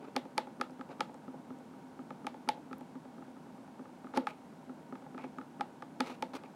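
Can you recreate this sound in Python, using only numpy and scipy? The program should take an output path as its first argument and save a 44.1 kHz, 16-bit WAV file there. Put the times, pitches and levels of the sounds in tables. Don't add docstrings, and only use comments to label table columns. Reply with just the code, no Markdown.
import sys
import numpy as np
from scipy import signal
from scipy.fft import rfft, irfft, next_fast_len
from scipy.io import wavfile
from scipy.ndimage import map_coordinates

SR = 44100
rng = np.random.default_rng(int(sys.argv[2]) if len(sys.argv) > 2 else 0)


def pcm_store(signal):
    levels = np.round(np.clip(np.atleast_2d(signal), -1, 1) * 32767)
    wavfile.write(sys.argv[1], SR, levels.astype(np.int16).T)


N = 288855

# start_s, length_s, level_db,
# tilt_db_per_octave, swell_db, rasp_db
DRAGS_AND_RUSTLES = [(0, 0.098, -50, -3.5, -1.5, -1.5), (.888, 0.052, -48, -1.4, 5, -3),
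                     (4.136, 0.045, -43.5, 0, 13, -4.5), (4.275, 0.043, -53, 1.5, -13, 5),
                     (5.181, 0.086, -52.5, -1, -8, 7), (6.031, 0.14, -51.5, 1.15, -16, 0.5),
                     (6.334, 0.045, -48, 1.5, -6, -3), (6.431, 0.034, -55, 0, -4, 5)]
# freq_hz, level_db
DRAG_COLOUR = [(100, -35), (250, 7.5), (500, 5.5), (850, 1), (1300, 1.5), (1750, -10), (2350, -3.5),
               (3200, -13.5), (4000, -13), (7500, -26), (9700, -28.5), (15000, -40)]
RASP_HZ, RASP_OCTAVES = 2400, 0.31

# freq_hz, t60_s, level_db
ROOM_DECAY = [(122, 0.37, -7), (264, 0.13, -12), (476, 0.37, 17), (820, 0.3, 7.5), (1420, 0.17, 15.5),
              (3350, 0.19, 14.5), (6100, 0.2, 3), (12100, 0.15, 14)]
# freq_hz, level_db_per_hz
AIR_COLOUR = [(30, -14), (50, -20.5), (80, -11.5), (105, -13.5), (150, -2.5), (260, 3.5), (380, -7.5),
              (650, -9), (900, -9), (1200, -17.5), (1550, -18.5), (1800, -24.5), (5000, -34), (9000, -37),
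              (15500, -47.5)]
# pitch_hz, level_db (rms, ahead of the microphone)
HUM_LINES = [(155, -69.5), (256, -61.5), (790, -70), (940, -70.5), (1480, -79.5), (2210, -84.5),
             (8642, -101)]

BLOW_BANDS_HZ = [260, 830, 1300, 2350, 4500]
# pitch_hz, level_db, life_s
TOY_AND_BOARD_MODES = [(162.6, -28.5, 0.041), (223, -17, 0.035), (257.5, -.5, 0.031), (335.5, -8.5, 0.036),
                       (366, -7, 0.021), (518, -1, 0.014), (689, -8, 0.015), (839.3, 4, 0.011),
                       (1251, 5, 0.0064), (1316, 2, 0.0036), (1610, 1.5, 0.0049), (2053, -2.5, 0.0061),
                       (2390, 9, 0.0026), (2864, 11, 0.0011), (3610, -0.5, 0.0047), (4550, 8, 0.0016),
                       (4760, 7.5, 0.00089), (5850, -43, 0.0014), (9740, 1.5, 0.0011),
                       (10500, 6.5, 0.00047)]
# start_s, landing_db, push_off_db
TOY_HOPS = [(.156, -36.5, -43.5), (.374, -38.5, -43), (0.5995, -36.5, -46), (.794, -41.5, -45),
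            (0.9964, -38.5, -46.5), (1.2799, -39.5, -57), (1.505, -39, -55), (1.737, -45.5, -55),
            (1.992, -39, -59), (2.2459, -38, -43.5), (2.476, -37.5, -48), (2.712, -38.5, -44),
            (2.9544, -40, -47.5), (3.182, -43.5, -53.5), (3.367, -48, -52), (3.58, -46.5, -50),
            (3.7938, -41.5, -53), (4.0445, -40.5, -49), (4.527, -48.5, -69), (4.6951, -40, -67),
            (4.9248, -36.5, -47.5), (5.1465, -38.5, -64), (5.3844, -39.5, -71), (5.597, -37, -64),
            (6.001, -30.5, -44)]
STANCE_S = .097
LANDING_SHAPE_DB = [-0.5, -16.5, -15, -40, -55]
PUSH_OFF_SHAPE_DB = [-2, -6, -17, -22.5, -35]
# start_s, level_db, thud_db, hollow_db, tilt_db_per_octave
EDGE_TAPS = [(.1638, -35, -37, 4.5, -2), (.3794, -33.5, -43, 6, -2), (.6124, -35.5, -39.5, -1.5, -5.5),
             (.811, -47, -55, 0, -13.5), (1.0064, -33.5, -41.5, 1.5, -4.5), (1.143, -56.5, -49, 6, -15),
             (1.339, -58, -44, 9.5, -20), (2.1057, -47, -44.5, 1, -14), (2.2679, -39.5, -60, 3.5, -5),
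             (2.489, -34.5, -53, 10, -1), (2.7298, -49.5, -55, -3, -7.5), (3.2233, -56.5, -59, 2, -20),
             (3.8555, -56, -60, 2, -20), (4.0697, -62, -47, -9, -16), (4.138, -46, -47, 2.5, -19),
             (4.1738, -34.5, -27, 4.5, -5), (4.27, -35.5, -80, 1, -10), (4.9543, -53.5, -61, 0, -13),
             (5.064, -58, -64, 8, -17), (5.1787, -48.5, -72, -1.5, -12.5), (5.194, -56, -69, 9, -15),
             (5.2405, -45, -40, 4, -18), (5.3852, -47.5, -57, -2, -19), (5.4135, -52.5, -57, -2, -15),
             (5.609, -35, -74, 4, -10), (5.8231, -45, -48, -1.5, -11.5), (6.0052, -33.5, -38.5, 0.5, -3),
             (6.2244, -38.5, -40, 7, -4.5), (6.3369, -50, -47, 2, -16), (6.4362, -54, -48, 1, -9)]

# start_s, level_db, centre_hz
PLASTIC_TICKS = [(.708, -60, 6500), (1.143, -58, 6000), (1.587, -63, 7000), (2.783, -57, 13000),
                 (2.809, -60, 8500), (5.385, -61, 6750)]

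TOP_HZ = 16100


def amp(db):
    return 10 ** (np.asarray(db) / 20)


def unit(x):
    return x / np.sqrt(np.mean(x ** 2) + 1e-20)


def along(points, hz):
    point_hz, values = np.transpose(points)
    return np.interp(np.log(hz + 1), np.log(point_hz + 1), values)


def bell(hz, centre_hz, octaves):
    return np.exp(-.5 * (np.log2((hz + 1) / centre_hz) / octaves) ** 2)


def filtered(x, response):
    size = next_fast_len(len(x) + 8192)
    spectrum = rfft(x, size) * response(np.fft.rfftfreq(size, 1 / SR))
    return irfft(spectrum, size)[:len(x)]


def wobble(rate):
    knots = rng.standard_normal(int(N * rate / SR) + 4)
    return map_coordinates(knots, [np.arange(N) * rate / SR])


def add(track, start_s, sound):
    part = track[max(round(start_s * SR), 0):][:len(sound)]
    part += sound[:len(part)]


def drags(slip_rate=1800, grit_db=2.0, arch=0.51, uneven_db=3.5, wet_db=-12.0):
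    track = np.zeros(N)
    t = np.arange(SR // 3) / SR
    for start_s, length_s, level_db, tilt_db, swell_db, rasp_db in DRAGS_AND_RUSTLES:
        slips = (rng.random(len(t)) < slip_rate / SR) * rng.choice([-1, 1], len(t))
        slips = slips * amp(grit_db * rng.standard_normal(len(t)))
        rasping = filtered(slips, lambda hz: amp(rasp_db * bell(hz, RASP_HZ, RASP_OCTAVES)))
        rub = unit(filtered(
            rasping, lambda hz: amp(along(DRAG_COLOUR, hz) + tilt_db * np.log2((hz + 1) / 1000))))
        stroke = np.minimum(t / length_s, 1)
        unevenness_db = swell_db * (stroke - .5) + uneven_db * wobble(95)[:len(t)]
        pressure = np.abs(np.sin(np.pi * stroke)) ** arch * amp(unevenness_db)
        scrape = amp(level_db) * rub * pressure
        add(track, start_s, scrape + amp(wet_db) * reverb(scrape))
    return track


def reverb(sound, delay_s=0.002, build_s=0.01):
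    hz, t, noise = signal.stft(rng.standard_normal(SR // 3), SR, nperseg=256)
    room = np.array(ROOM_DECAY)
    level_db = along(room[:, [0, 2]], hz)[:, None]
    t60 = along(room[:, :2], hz)[:, None]
    tail = signal.istft(noise * amp(level_db - 60 * t / t60), SR, nperseg=256)[1]
    tail = tail * np.clip((np.arange(len(tail)) / SR - delay_s) / build_s, 0, 1)
    return signal.fftconvolve(sound, tail / np.linalg.norm(tail))[:len(sound)]


def room_tone(air_db=-53.0, swell_db=0.38, waver_rad=0.52):
    t = np.arange(N) / SR
    air = unit(filtered(rng.standard_normal(N), lambda hz: amp(along(AIR_COLOUR, hz))))
    low = filtered(air, lambda hz: 1 / (1 + (hz / 1200) ** 2))
    air = air + low * (amp(swell_db * wobble(12.0)) - 1)
    hum = np.zeros(N)
    for pitch_hz, level_db in HUM_LINES:
        phase = 2 * np.pi * pitch_hz * t + waver_rad * wobble(11)
        hum += amp(level_db) * unit(np.sin(phase))
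    return amp(air_db) * air + hum


def steps(crack_db=-3, crack_t60_s=0.025, crack_low_hz=1400, crack_high_hz=5400,
          ring_wet_db=-14, ring_wet_hz=1200, snap_wet_db=-13, snap_share=0.73):
    track = np.zeros(N)
    t = np.arange(SR // 16) / SR
    band = signal.butter(2, [crack_low_hz, crack_high_hz], "bandpass", fs=SR, output="sos")
    dull = signal.butter(2, ring_wet_hz, fs=SR, output="sos")
    snap = signal.sosfilt(band, signal.unit_impulse(len(t) + SR // 3))
    snap = snap / np.linalg.norm(snap) * np.sqrt(SR / 100)
    for start_s, blow_db in contacts():
        hardness_db = snap_share * blow_db[-2] + (1 - snap_share) * blow_db[-1]
        burst = unit(signal.sosfilt(band, rng.standard_normal(len(t))))
        crack = burst * amp(hardness_db + crack_db - 60 * t / crack_t60_s)
        room_for_tail = [(0, 0), (0, len(snap) - len(t))]
        ring, crack = np.pad([ringing(blow_db, t), crack], room_for_tail)
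        low_sent = amp(ring_wet_db) * signal.sosfilt(dull, ring)
        snap_sent = amp(hardness_db + snap_wet_db) * snap
        add(track, start_s, ring + crack + reverb(low_sent + snap_sent))
    return track


def contacts():
    landings = [(s, db + np.array(LANDING_SHAPE_DB)) for s, db, _ in TOY_HOPS]
    pushes = [(s + STANCE_S, db + np.array(PUSH_OFF_SHAPE_DB)) for s, _, db in TOY_HOPS]
    octaves = np.log2(np.divide(BLOW_BANDS_HZ[-2:], BLOW_BANDS_HZ[2]))
    taps = []
    for start_s, level_db, thud_db, hollow_db, tilt_db in EDGE_TAPS:
        treble_db = level_db + tilt_db * octaves
        taps.append((start_s, [thud_db, level_db + hollow_db, level_db - hollow_db, *treble_db]))
    return landings + pushes + taps


def ringing(blow_db, t, scatter_db=1, detune=0.023, falloff=3.26, rise_cycles=0.3):
    hz, mode_db, life_s = np.transpose(TOY_AND_BOARD_MODES)
    grip = (hz > 600) * rng.standard_normal((2, len(hz)))
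    force_db = along(np.transpose([BLOW_BANDS_HZ, blow_db]), hz)
    level = amp(mode_db + force_db + scatter_db * grip[0])
    hz = hz * (1 + detune * grip[1])
    cycles = hz[:, None] * t
    rise = 1 - np.exp(-(cycles / rise_cycles) ** 2)
    hold = np.exp(-(t / life_s[:, None]) ** falloff)
    motion = np.sin(2 * np.pi * cycles) * rise * hold
    return np.gradient((level / (2 * np.pi * hz)) @ motion, 1 / SR)


def grip_ticks(t60_s=0.0094, width_octaves=0.45):
    track = np.zeros(N)
    t = np.arange(SR // 16) / SR
    for start_s, level_db, centre_hz in PLASTIC_TICKS:
        fizz = filtered(rng.standard_normal(len(t)), lambda hz: bell(hz, centre_hz, width_octaves))
        add(track, start_s, unit(fizz) * amp(level_db - 60 * t / t60_s))
    return track


def scene():
    return (drags() + room_tone() + steps() + grip_ticks())[None]


def record(dry):
    highpass = signal.butter(3, 85, "highpass", fs=SR, output="sos")
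    thin = signal.sosfilt(highpass, dry[0])
    return filtered(thin, lambda hz: hz < TOP_HZ)[None]


dry = scene()
out = record(dry)
pcm_store(out)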